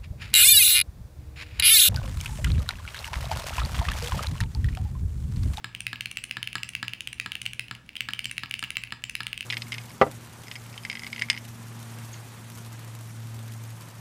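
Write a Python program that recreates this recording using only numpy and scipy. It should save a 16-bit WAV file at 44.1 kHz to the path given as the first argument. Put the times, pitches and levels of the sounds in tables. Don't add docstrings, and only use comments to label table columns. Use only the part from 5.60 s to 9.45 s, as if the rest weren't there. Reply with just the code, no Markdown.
import sys
import numpy as np
from scipy import signal
from scipy.io import wavfile

SR = 44100
rng = np.random.default_rng(int(sys.argv[2]) if len(sys.argv) > 2 else 0)


def magnitude_from_level(level_db):
    exponent = np.asarray(level_db, float) / 20
    return 10 ** exponent


def digitize_waveform(pressure):
    field = np.atleast_2d(pressure).T
    bounded = np.clip(field, -1, 1)
    quanta = np.round(bounded * 32767).astype(np.int16)
    wavfile.write(sys.argv[1], SR, quanta)


N = 169785


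def at_hz(points, hz):
    table_hz, value = np.transpose(points)
    return np.interp(np.log(hz), np.log(table_hz), value)


def bands(length, gain):
    edges = 22 * 2 ** np.arange(0, 10, .5)
    white = rng.standard_normal((2, length + SR))
    total = 0
    for k, (low, high) in enumerate(zip(edges, edges[1:])):
        sos = signal.butter(2, [low, high], "band", fs=SR, output="sos")
        band = signal.sosfilt(sos, white[k % 2])[SR:]
        total = total + gain(np.sqrt(low * high)) * band
    return total


def blows(s, db, modes, scale_hz=1, seconds=.04, rise=.0005, spread_db=2.0, way=1):
    detune = .006
    t = np.arange(int(seconds * SR)) / SR
    luck = rng.standard_normal((len(s), 2, len(modes)))
    wave = 0
    for k, (hz, level, t60) in enumerate(modes):
        strength = magnitude_from_level(level + spread_db * luck[:, 0, k])
        pitch = hz * scale_hz * (1 + detune * spread_db * luck[:, 1, k])
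        decay = magnitude_from_level(-60 * t / t60)
        wave = wave + strength[:, None] * decay * np.sin(2 * np.pi * pitch[:, None] * t)
    wave = wave * (1 - np.exp(-t / rise))
    wave = wave * (way * magnitude_from_level(db) / np.abs(wave).max(axis=1))[:, None]
    out = np.zeros(N + SR)
    start = (s * SR).astype(int)
    np.add.at(out, start[:, None] + np.arange(len(t)), wave)
    return out[:N]


def radiate(x, low_hz):
    return signal.sosfilt(signal.butter(4, low_hz, "high", fs=SR, output="sos"), x)


# (frequency [Hz], level [dB])
RUMBLE_SPECTRUM = [(25, -37), (55, -0.5), (90, -4.5), (200, -6), (370, -21.5), (800, -24.5), (3000, -26),
                   (15000, -46.5)]


def rumble():
    rumble_db = -55
    air = bands(N, lambda hz: magnitude_from_level(at_hz(RUMBLE_SPECTRUM, hz)))
    return magnitude_from_level(rumble_db) * air / np.std(air)


# (frequency [Hz], reverberation time [s])
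ROOM_T60 = [(500, 0.49), (2000, 0.42), (5000, 0.28), (15000, 0.37)]
# (frequency [Hz], level [dB])
ROOM_COLOUR = [(500, 4), (1500, 2), (3000, 1), (4500, 4), (7000, 3.5), (10000, -2), (13000, -1.5),
               (16000, -6)]
# (delay [s], level [dB])
ECHOES = [(0.012, -18), (0.015, -22), (0.025, -32), (0.027, -25), (0.034, -34), (.0472, -26)]


def room(x):
    tail_db, tail_rise_s = -13.5, 0.0081
    smear_s, clean = .0012, 7.0
    t = np.arange(SR // 2) / SR
    tail = bands(len(t), lambda hz: magnitude_from_level(at_hz(ROOM_COLOUR, hz) - 60 * t / at_hz(ROOM_T60, hz)))
    tail = tail * (1 - np.exp(-(t / tail_rise_s) ** 3))
    response = magnitude_from_level(tail_db) * tail / np.sqrt(np.sum(tail ** 2))
    grit = rng.standard_normal(len(t)) * (rng.random(len(t)) < .1)
    for delay, db in ECHOES:
        puff = (t > delay) * np.exp(-np.abs(t - delay) / smear_s) * grit
        puff[int(delay * SR)] = clean
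        response = response + magnitude_from_level(db) * puff / np.sqrt(np.sum(puff ** 2))
    return signal.fftconvolve(x, response)[:N]


# (frequency [Hz], level [dB], t60 [s])
DESK_MODES = [(119, 0, .4)]
# (time [s], strength [1/1000])
PUSHES = [(0.045, -10.5), (0.1501, -5.5), (0.206, 4.5), (0.2687, -8), (0.3309, -6), (0.4082, -5.5),
          (0.457, -3), (0.5131, -1.5), (0.5711, -4), (0.64, -0.7), (0.71, -5), (0.7685, -8), (0.8276, -5.5),
          (0.874, 2.5), (0.9292, 3.9), (0.9538, -12), (1.0327, -5.5), (1.09, 0), (1.152, -6.5),
          (1.2283, -10), (1.2801, -5), (1.3334, -4), (1.407, 1.6), (1.4743, -4), (1.5294, -0.2),
          (1.599, -5), (1.6618, -6), (1.719, -3), (1.7526, -2.2), (1.8163, 5.5), (1.8626, -6), (1.9337, 3),
          (1.995, -6), (2.1119, -10), (2.3688, 0), (2.4081, -6.1), (2.4873, -7.5), (2.5338, -6),
          (2.592, -0.6), (2.6568, -7.5), (2.7143, -1.5), (2.7816, -5.9), (2.8338, -7), (2.9114, -5.5),
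          (2.94, 0.5), (2.9932, 1.8), (3.0261, -9.5), (3.1045, -2), (3.1548, 0.5), (3.169, -7),
          (3.2358, -4.5), (3.323, -6.5), (3.4389, -6.5), (3.496, 1), (3.5533, -4), (3.604, -7),
          (3.6687, -3), (3.73, -3.5), (3.7768, -0.5), (3.8074, -3.5)]


def desk():
    s, push = np.transpose(PUSHES)
    db, way = 20 * np.log10(np.abs(push) + .01), np.sign(push)
    hum = blows(s, db - 61, DESK_MODES, seconds=.5, rise=.002, way=way)
    upper_modes = [(184, -2.5, 0.13), (231.5, -6.5, 0.11)]
    upper = blows(s + 0.0012, db - 69, upper_modes, seconds=.2, rise=0.006, way=way)
    return hum + upper


# (frequency [Hz], level [dB], t60 [s])
CASE_MODES = [(200, -5, 0.058), (240, -3, 0.065), (278.6, -2.5, 0.084), (360, -4, 0.047),
              (438, -8.5, 0.049)]
# (time [s], peak level [dB], brightness [dB], case knock [dB])
BAR_STROKES = [(0.044, -16.5, -7, -3), (0.3306, -17, -12, -3.5), (0.7692, -16.5, -12.5, 0),
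               (0.9545, -13.5, -6, 1.5), (1.2286, -15, -10, -0.5), (1.661, -17, -10, -1),
               (2.1115, -18, -10.5, -3), (2.4875, -16, -12, -4.5), (2.8346, -17, -14.5, -2.5),
               (3.0269, -16, -8, -1), (3.323, -16, -9, -1.5), (3.6052, -16, -14.5, -2)]


def case_knock():
    strokes = np.array(BAR_STROKES)
    return blows(strokes[:, 0], strokes[:, 3] - 41, CASE_MODES, seconds=0.089, rise=0.0018)


# (multiple of pitch [1], level [dB], t60 [s])
STEM_MODES = [(1.05, 1.5, 0.0029), (.88, -6.5, 0.0028), (.68, -4.5, 0.003), (1.12, -4.5, 0.0021),
              (1.25, -6, 0.0019)]
STEM_DB = -1
# (frequency [Hz], level [dB], t60 [s])
SNAP_MODES = [(14150, 0, 0.0013), (15800, -1, 0.0011)]
# (frequency [Hz], level [dB], t60 [s])
BAR_MODES = [(986, -14, 0.022), (1202, -13, 0.017), (1364, -2.5, 0.02), (1478, -4.5, 0.017),
             (1716, 4.5, 0.017), (1854, 3, 0.013), (2240, -4, 0.009), (2440, -7, 0.0081),
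             (2950, -7.5, 0.014), (3454, -5, .013), (3740, -10, .013), (3874, -11, 0.019), (4256, -5, .016),
             (4840, -3.5, 0.015)]


def bar():
    s, db, bright, _ = np.transpose(BAR_STROKES)
    crack = blows(s, db + 0.93, [(2700, 0, 0.0013)], rise=0.00021)
    snap = blows(s, db - 20.5, SNAP_MODES)
    ring = blows(s, db - 6, BAR_MODES, rise=0.0022, spread_db=1.64)
    stem = blows(s, db + bright + STEM_DB, STEM_MODES, 6930, rise=.0001)
    return crack + snap + ring + stem


# (multiple of pitch [1], level [dB], t60 [s])
CAP_MODES = [(1.03, 5.5, 0.0052), (1.14, -8.5, 0.0027), (.88, -5, 0.0067), (1.27, -9, 0.0035),
             (1.47, -14, 0.0067)]
# (frequency [Hz], level [dB], t60 [s])
PLATE_MODES = [(871, -2, 0.0094), (1213, -8.5, 0.012), (1780, -6, 0.018), (4700, 5, 0.0074)]


def strike_caps(s, db, cap_hz, bright, stem_hz):
    hit = blows(s, db - 0.27, CAP_MODES, cap_hz)
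    hit = hit + blows(s, db + bright + STEM_DB, STEM_MODES, stem_hz, rise=0.00076)
    hit = hit + blows(s, db - 16, PLATE_MODES, spread_db=6.0)
    hit = hit + blows(s, db - 15.5, SNAP_MODES, rise=0.00019)
    late = s + .0017 * rng.uniform(0.65, 1.438, len(s))
    again = db - 2 + .9 * bright
    rebound = blows(late, again, CAP_MODES, cap_hz)
    rebound = rebound + blows(late, again + bright + STEM_DB, STEM_MODES, stem_hz, rise=0.0013)
    return hit + rebound


# (time [s], peak level [dB], brightness [dB])
TICKS = [(0.128, -44, -13), (0.196, -51, 1), (1.5834, -36, -13), (2.2625, -50, 0), (2.279, -60, 1),
         (2.8957, -46, 2), (3.222, -48, 2), (0.3581, -23.5, -27), (0.5583, -38.5, -5), (0.5825, -33, -19),
         (0.587, -26, -29), (0.695, -32, -26), (0.9823, -23, -19), (1.135, -30, -15), (1.2485, -29, -20),
         (1.8553, -23, -7.5), (2.083, -29.5, -14), (2.1507, -27.5, -10), (2.2914, -26, -16.5),
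         (2.3316, -40, -15.3), (2.3641, -30, -7.5), (2.5066, -27.0, -14), (2.6961, -28, -22.9),
         (2.768, -32, -11), (2.8592, -27.5, -24), (3.0457, -21, -15), (3.1574, -25, -33),
         (3.273, -30.1, -51), (3.3065, -30, -19), (3.4216, -41.5, -8), (3.6325, -25, -7),
         (3.8277, -23.5, -31)]


def ticks():
    s, db, bright = np.transpose(TICKS)
    return strike_caps(s, db, np.full(len(s), 2700), bright, np.full(len(s), 9500))


# (time [s], peak level [dB], cap pitch [Hz], brightness [dB], stem pitch [Hz])
LETTER_STROKES = [(0.1494, -18, 2800, -12.5, 8250), (0.2053, -20, 2790, -3, 8420),
                  (0.2673, -12.0, 2480, -12.5, 9330), (0.4084, -14.5, 2750, -10.5, 8530.0),
                  (0.458, -14.9, 2740, -11.5, 9100), (0.5134, -23, 2715, -4, 8950),
                  (0.5712, -14.5, 2690, -8.2, 7500), (0.6391, -20.5, 2700.0, -1.5, 9150),
                  (0.7108, -14, 2560, -11.5, 9570), (0.8289, -14, 2810, -10, 9340),
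                  (0.874, -15, 2710, -14.5, 9200), (0.9298, -21.5, 2740, -10, 9630.0),
                  (1.0324, -16, 2700, -7, 7280), (1.09, -23.5, 2610.0, -1.3, 9170),
                  (1.151, -13, 2600, -11.5, 9450), (1.2811, -15.5, 2770, -11.5, 9400),
                  (1.3348, -17, 2720, -13.5, 8900), (1.4066, -18.5, 2860, -7, 9630),
                  (1.4736, -15.5, 2840, -10.5, 8100), (1.5296, -22.5, 2600, -3.5, 8700),
                  (1.599, -12.5, 2460, -11.5, 9540), (1.719, -15.5, 2820, -11.5, 9370),
                  (1.7537, -15.5, 2700, -11.5, 8750), (1.8164, -20.5, 2850.0, -3.3, 9400),
                  (1.8627, -13, 2750, -10, 7760), (1.9333, -22.5, 2680, -3.5, 9040),
                  (1.9946, -13, 2555, -11, 9400),
                  (2.3548, -24.0, 2700, -16.2, 8500), (2.367, -18.5, 2950.0, -15, 8550),
             (2.4067, -10, 2680, -14, 7700), (2.5345, -14.5, 2850, -11.5, 8700),
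             (2.592, -14, 2690, -12, 8800), (2.6438, -21.5, 3020, -4.5, 8500),
             (2.6554, -15.0, 2750, -8.3, 7200), (2.7126, -20, 2530, -3, 8880),
             (2.7803, -12.5, 2540, -11.5, 9580), (2.9109, -15, 2770, -11.5, 9240),
             (2.94, -12.9, 2720, -13, 9100), (2.9924, -20.5, 2850, -5, 8500),
             (3.039, -16.5, 2730.0, -11, 9330), (3.1046, -16, 2570, -7.5, 9340),
             (3.1552, -26, 2800, -31, 9100), (3.169, -10, 2670, -13.5, 7300),
             (3.2365, -18.5, 2500, -10.5, 9770), (3.4393, -15, 2700.0, -8, 7000),
             (3.4963, -20.5, 2560, -3.7, 9000), (3.5528, -12.5, 2560, -10.5, 10000),
             (3.6678, -13.5, 2800, -11.5, 8400), (3.73, -15, 2700.0, -14.5, 8750),
             (3.7768, -20, 2950.0, -8.5, 8100), (3.8078, -16.5, 2700, -10.5, 9100.0)]


def letter_keys():
    return strike_caps(*np.transpose(LETTER_STROKES))


def scene():
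    clack = radiate(letter_keys() + ticks(), 1144) + radiate(bar(), 803)
    return (rumble() + room(clack) + desk() + case_knock() + clack)[None]


def top_cut(x):
    return signal.sosfilt(signal.butter(12, 17020, fs=SR, output="sos"), x)


def record(dry):
    top_hz = 16260
    low_pass = signal.cheby2(14, 50, top_hz * 1.02, fs=SR, output="sos")
    mix = signal.sosfilt(low_pass, dry)
    return top_cut(mix)


dry = scene()
out = record(dry)
digitize_waveform(out)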